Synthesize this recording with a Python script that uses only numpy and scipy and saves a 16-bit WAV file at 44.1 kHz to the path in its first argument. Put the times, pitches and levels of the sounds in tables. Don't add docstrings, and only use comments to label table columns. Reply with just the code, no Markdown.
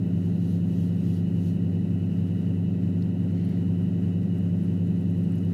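import sys
import numpy as np
from scipy import signal
from scipy.fft import rfft, irfft, next_fast_len
from scipy.io import wavfile

SR = 44100
rng = np.random.default_rng(int(sys.argv[2]) if len(sys.argv) > 2 else 0)


def to_wav(s):
    ch = np.atleast_2d(s).T
    pcm = np.round(np.clip(ch, -1, 1) * 32767)
    wavfile.write(sys.argv[1], SR, pcm.astype(np.int16))


def attenuation_scalar(level_db):
    decades = np.asarray(level_db, float) / 20
    return 10 ** decades


N = 243873

# time_s, turns_per_s
SHAFT_SPEED = [(0, 10.768), (0.5, 10.766), (1.0, 10.734), (2.0, 10.7), (2.25, 10.709), (2.75, 10.82),
               (3.5, 10.833), (4.0, 10.82), (4.3, 10.795), (5.0, 10.774), (5.53, 10.786)]


def shaft_turns():
    start_turns = .75
    return np.cumsum(in_time(SHAFT_SPEED)) / SR + start_turns


# multiple_of_shaft_speed, level_db (rms)
STRONG_ORDERS = [(6, -58.4), (8, -53.5), (9, -42.6), (10, -43.7), (11, -39.5), (12, -44.5), (13, -49.5),
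                 (14, -46.7), (15, -39.7), (16, -27.9), (17, -43.1), (18, -40.6), (19, -50.5), (20, -57.4),
                 (21, -54.0), (22, -43.5), (24, -42.9), (25, -40.9), (26, -54.5), (27, -58.9), (30, -49.6),
                 (31, -52.0), (32, -56.5), (33, -49.5), (34, -59.9), (36, -55.6), (39, -54.8), (41, -56.0),
                 (42, -61.9), (48, -65.1)]


def shaft_orders():
    faint_db, fall_db_per_order = -62, .6
    strong = dict(STRONG_ORDERS)
    return [(k, strong.get(k, faint_db - fall_db_per_order * abs(k - 30))) for k in range(5, 57)]


# multiple_of_twice_mains, level_db (rms)
HUM = [(1, -30.8), (2, -36.3), (3, -55.2), (4, -58.9), (5, -67.2), (6, -71.6)]
# multiple_of_twice_mains, level_db (rms)
WHINE = [(6, -77.5), (26, -81.5), (29, -78)]
# shaft_multiples_from_first_hum_line, level_db (rms)
BESIDE_FIRST_HUM = [(1, -61.9), (2, -48.3), (3, -58.4), (5, -59.8), (6, -49.9), (7, -46.4), (8, -44.6),
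                    (9, -45.2), (10, -57.2), (11, -55.9), (12, -60.6), (14, -59.1), (16, -56.8)]
# shaft_multiples_from_second_hum_line, level_db (rms)
BESIDE_SECOND_HUM = [(-9, -54.4), (-8, -56.0), (-7, -49.0), (-4, -61.0), (-3, -54.6), (-2, -53.6),
                     (2, -52.7), (3, -60.9), (9, -61.4), (15, -61.1)]
# pitch_hz, level_db (rms)
ROTOR = [(55.3, -68), (124.83, -53), (175.1, -52), (203.3, -54), (224.8, -51)]
# freq_hz, density_db (per Hz)
RUMBLE = [(30, -29), (46, -29.5), (60, -17.5), (72, -33.5), (100, -14.5), (122, -3), (140, -12.5),
          (175, -0.5), (205, -10.5), (260, -9.5), (320, -11), (600, -20.5), (950, -36.5), (1700, -97)]


def motor(turns):
    magnet_hz, mains_start_cycles, rumble_db = 100.008, .86, -42.5
    t = np.arange(N) / SR
    pull = magnet_hz * t + mains_start_cycles
    lines = tones(HUM, pull, wander_db=.3)
    lines += tones(shaft_orders(), turns, wander_db=.7)
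    lines += tones(BESIDE_FIRST_HUM, turns, pull, wander_db=3.0)
    lines += tones(BESIDE_SECOND_HUM, turns, 2 * pull, wander_db=.5)
    lines += tones(ROTOR, t, wander_db=1.0)
    lines += tones(WHINE, pull, wander_db=4.5)
    highpass = signal.butter(4, 620, "high", fs=SR, output="sos")
    grain = signal.sosfilt(highpass, round_turn(turns, count=1024))
    shake = rng.standard_normal(N) + .6 * grain
    return lines + attenuation_scalar(rumble_db) * coloured(shake, RUMBLE)


# pitch_hz, width_hz, level_db
HOUSING = [(598, 14, 7), (760, 30, -2), (955, 60, -7), (1290, 30, -10), (1442, 30, -9), (1825, 30, -8),
           (1924, 24, -1), (1975, 40, -6), (2550, 30, -7), (2615, 40, -7), (2715, 40, -4), (2800, 30, -10),
           (2905, 26, 0), (2950, 40, -4), (3135, 35, -12), (3820, 320, -16), (4110, 120, -17)]


def bearings(turns):
    whir_db, lumps_db, unsteady_db = -60, 1.6, 1.2
    out = np.zeros(N)
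    for hz, width_hz, level_db in HOUSING:
        damped_hz = 1.5 * width_hz
        flaws = resonance(round_turn(turns, count=1024), hz, damped_hz)
        grit = resonance(rng.standard_normal(N), hz, damped_hz)
        drive = .9 * rms_one(flaws) + .4 * rms_one(grit)
        load = attenuation_scalar(lumps_db * round_turn(turns, count=12) + unsteady_db * drift(4))
        mode = rms_one(resonance(drive * load, hz, damped_hz))
        out += attenuation_scalar(level_db) * np.sqrt(width_hz) * mode
    return attenuation_scalar(whir_db) * rms_one(out)


# time_s, level_db (rms)
REST = [
    (0, -76.5),
    (1.6, -74.5),
    (2.5, -74.5),
    (2.65, -77),
    (3.0, -80),
    (4.5, -78.5),
    (5.2, -73),
    (5.5, -73),
]
# let_go_s, level_db (rms), held_s
DRAGS = [
    (.27, -67, .04),
    (.55, -63.5, .12),
    (.86, -62, .11),
    (1.16, -61.5, .09),
    (1.48, -61.5, .02),
]


def grip_db():
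    drags = [swell(*row, rise_db_per_s=73, fall_db_per_s=139, creep_db_per_s=15) for row in DRAGS]
    return np.max([in_time(REST)] + drags, axis=0)


# freq_hz, density_db (per Hz)
RUB_COLOUR = [(1880, -30.5), (3200, 0), (3490, -8), (4140, -0.5), (4450, -4), (5280, -6), (6780, -5),
              (7290, -11.5), (8540, -8.5), (9940, -10.5), (11000, -5.5), (12500, -14), (13800, -5.5),
              (15500, -23.5)]


def hands():
    grit_db, patchy_db = 1.5, 1.2
    grit = rng.standard_normal(N) * attenuation_scalar(grit_db * rng.exponential(1, N))
    rub = np.zeros(N)
    for k, hz in enumerate(np.geomspace(3300, 15300, num=24)):
        pocket = resonance(grit, hz, .069 * hz)
        rub += (-1) ** k * pocket * attenuation_scalar(patchy_db * drift(8.2))
    return attenuation_scalar(grip_db()) * coloured(rub, RUB_COLOUR)


# pitch_hz, width_hz, level_db
SWISH_PEAKS = [(1980, 250, 1.5), (3000, 250, -4), (4300, 400, -4), (5500, 600, -14)]


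def swish():
    start_s, held_s, level_db = 3.36, .18, -62.5
    water = np.zeros(N)
    for hz, width_hz, peak_db in SWISH_PEAKS:
        water += attenuation_scalar(peak_db) * rms_one(resonance(rng.standard_normal(N), hz, width_hz))
    flow_db = swell(start_s + held_s, level_db, held_s, rise_db_per_s=250, fall_db_per_s=140)
    return attenuation_scalar(flow_db) * rms_one(water)


# start_s, peak_db, pitch_hz, width_hz
FLICK = [
    (3.0224, -48, 4100, 1200),
    (3.0247, -45, 3950, 800),
    (3.0249, -54, 5100, 400),
    (3.0268, -55, 4500, 400),
    (3.0295, -58, 5000, 500),
]


def flick():
    out = np.zeros(N)
    click = np.arange(512) == 0
    for start_s, peak_db, hz, width_hz in FLICK:
        snap = resonance(resonance(click, hz, width_hz), hz, 2 * width_hz)
        start = round(start_s * SR)
        out[start:start + 512] += attenuation_scalar(peak_db) * (snap / np.abs(snap).max() + .25 * click)
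    return out


# start_s, peak_db, pitch_hz, crack_share (broad crack, 0-1)
TICKS = [(0.064, -54.5, 13600, .4), (0.9595, -53.5, 11000, .5), (1.0646, -55, 7500, .2),
         (3.0215, -55.5, 11020, .8), (3.375, -58, 6900, .5), (3.4472, -55.5, 10700, .1),
         (3.459, -61, 10500, .2), (3.4913, -54, 12900, .6), (3.578, -58.5, 15240, .3),
         (4.3836, -52, 8500, .8), (4.626, -57, 10800, .2), (4.6366, -56, 10600, .6),
         (4.646, -59, 10800, .1), (4.7734, -61.5, 11300, .3), (4.8735, -55, 7050, 0.5),
         (5.0116, -56.5, 10750, .7), (5.0996, -53.5, 6900, 0.5), (5.1096, -54.5, 10900, .5),
         (5.1624, -61.5, 10800, .1), (5.1833, -55.5, 14400, .5), (5.234, -58, 11100, .4),
         (5.2435, -56, 8130, .5), (5.319, -57, 8100, 0.2), (5.3228, -57, 10800, .4),
         (5.3536, -55, 11050, 0), (5.3824, -53, 6700, .4), (5.4074, -59, 10800, .3),
         (5.4498, -53.5, 11700, .8)]


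def ticks():
    decay_60db_s, crack_hz, crack_width_hz = .022, 10000, 9000
    size = 2048
    out, t = np.zeros(N + size), np.arange(size) / SR
    for start_s, peak_db, hz, crack_share in TICKS:
        snap = rng.standard_normal(size) + 3 * (t == 0)
        puff = snap * np.exp(-np.log(1000) * t / decay_60db_s)
        ringing = rms_one(resonance(resonance(puff, hz, .13 * hz), hz, .13 * hz))
        crack = rms_one(resonance(puff, crack_hz, crack_width_hz))
        tick = ringing + 2.7 * crack_share * crack
        start = round(start_s * SR)
        out[start:start + size] += attenuation_scalar(peak_db) * tick / np.abs(tick).max()
    return out[:N]


# freq_hz, density_db (per Hz)
AIR = [(590, -32), (1000, -6), (1170, -8), (1400, -5), (1990, -8.5), (2250, -10), (2900, -6), (3350, -17),
       (4090, -16.5), (6000, -17), (8600, -19.5), (11200, -20.5), (13600, -23), (15500, -30.5)]


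def air(turns):
    level_db = -62.5 + 1.0 * drift(9.8)
    stir = rng.standard_normal(N) + .5 * round_turn(turns, count=1024)
    return attenuation_scalar(level_db) * coloured(stir, AIR)


def tones(rows, cycles, carrier=0., wander_db=0.):
    out = np.zeros(N)
    for (multiple, level_db), start in zip(rows, rng.random(len(rows))):
        gain = np.sqrt(2) * attenuation_scalar(level_db + wander_db * drift(.86))
        out += gain * np.sin(2 * np.pi * (multiple * cycles + carrier + start))
    return out


def round_turn(turns, count):
    return np.interp(turns % 1 * count, np.arange(count), rng.standard_normal(count), period=count)


def resonance(x, hz, width_hz):
    r = np.exp(-np.pi * width_hz / SR)
    zeros = np.array([1, 0, -1]) * (1 - r * r) / 2
    poles = [1, -2 * r * np.cos(2 * np.pi * hz / SR), r * r]
    return signal.lfilter(zeros, poles, x)


def coloured(white, spectrum):
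    size = next_fast_len(N)
    hz, level_db = np.transpose(spectrum)
    log_hz = np.log(np.arange(1, size // 2 + 2) * SR / size)
    gain = attenuation_scalar(np.interp(log_hz, np.log(hz), level_db))
    return rms_one(irfft(rfft(white, size) * gain, size)[:N])


def swell(end_s, level_db, held_s, rise_db_per_s, fall_db_per_s, creep_db_per_s=0.):
    before_s = end_s - np.arange(N) / SR
    creep_db = creep_db_per_s * np.clip(before_s, 0, held_s)
    rise_db = rise_db_per_s * np.maximum(before_s - held_s, 0)
    fall_db = fall_db_per_s * np.minimum(before_s, 0)
    return level_db - creep_db - rise_db + fall_db


def drift(rate_hz):
    hop = 40
    r = np.exp(-2 * np.pi * rate_hz * hop / SR)
    white = rng.standard_normal(N // hop + 2002)
    slow = signal.lfilter([1], [1, -2 * r, r * r], white)[2000:]
    return np.interp(np.arange(N) / hop, np.arange(len(slow)), rms_one(slow))


def in_time(rows):
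    return np.interp(np.arange(N) / SR, *np.transpose(rows))


def rms_one(x):
    return x / np.sqrt(np.mean(x ** 2) + 1e-20)


def scene():
    turns = shaft_turns()
    wheel = motor(turns) + bearings(turns)
    clay = hands() + swish() + flick() + ticks()
    return (wheel + clay + air(turns))[None]


def roll_off(x):
    return signal.sosfilt(signal.butter(12, 15610, fs=SR, output="sos"), x)


def record(dry):
    return roll_off(dry)


dry = scene()
out = record(dry)
to_wav(out)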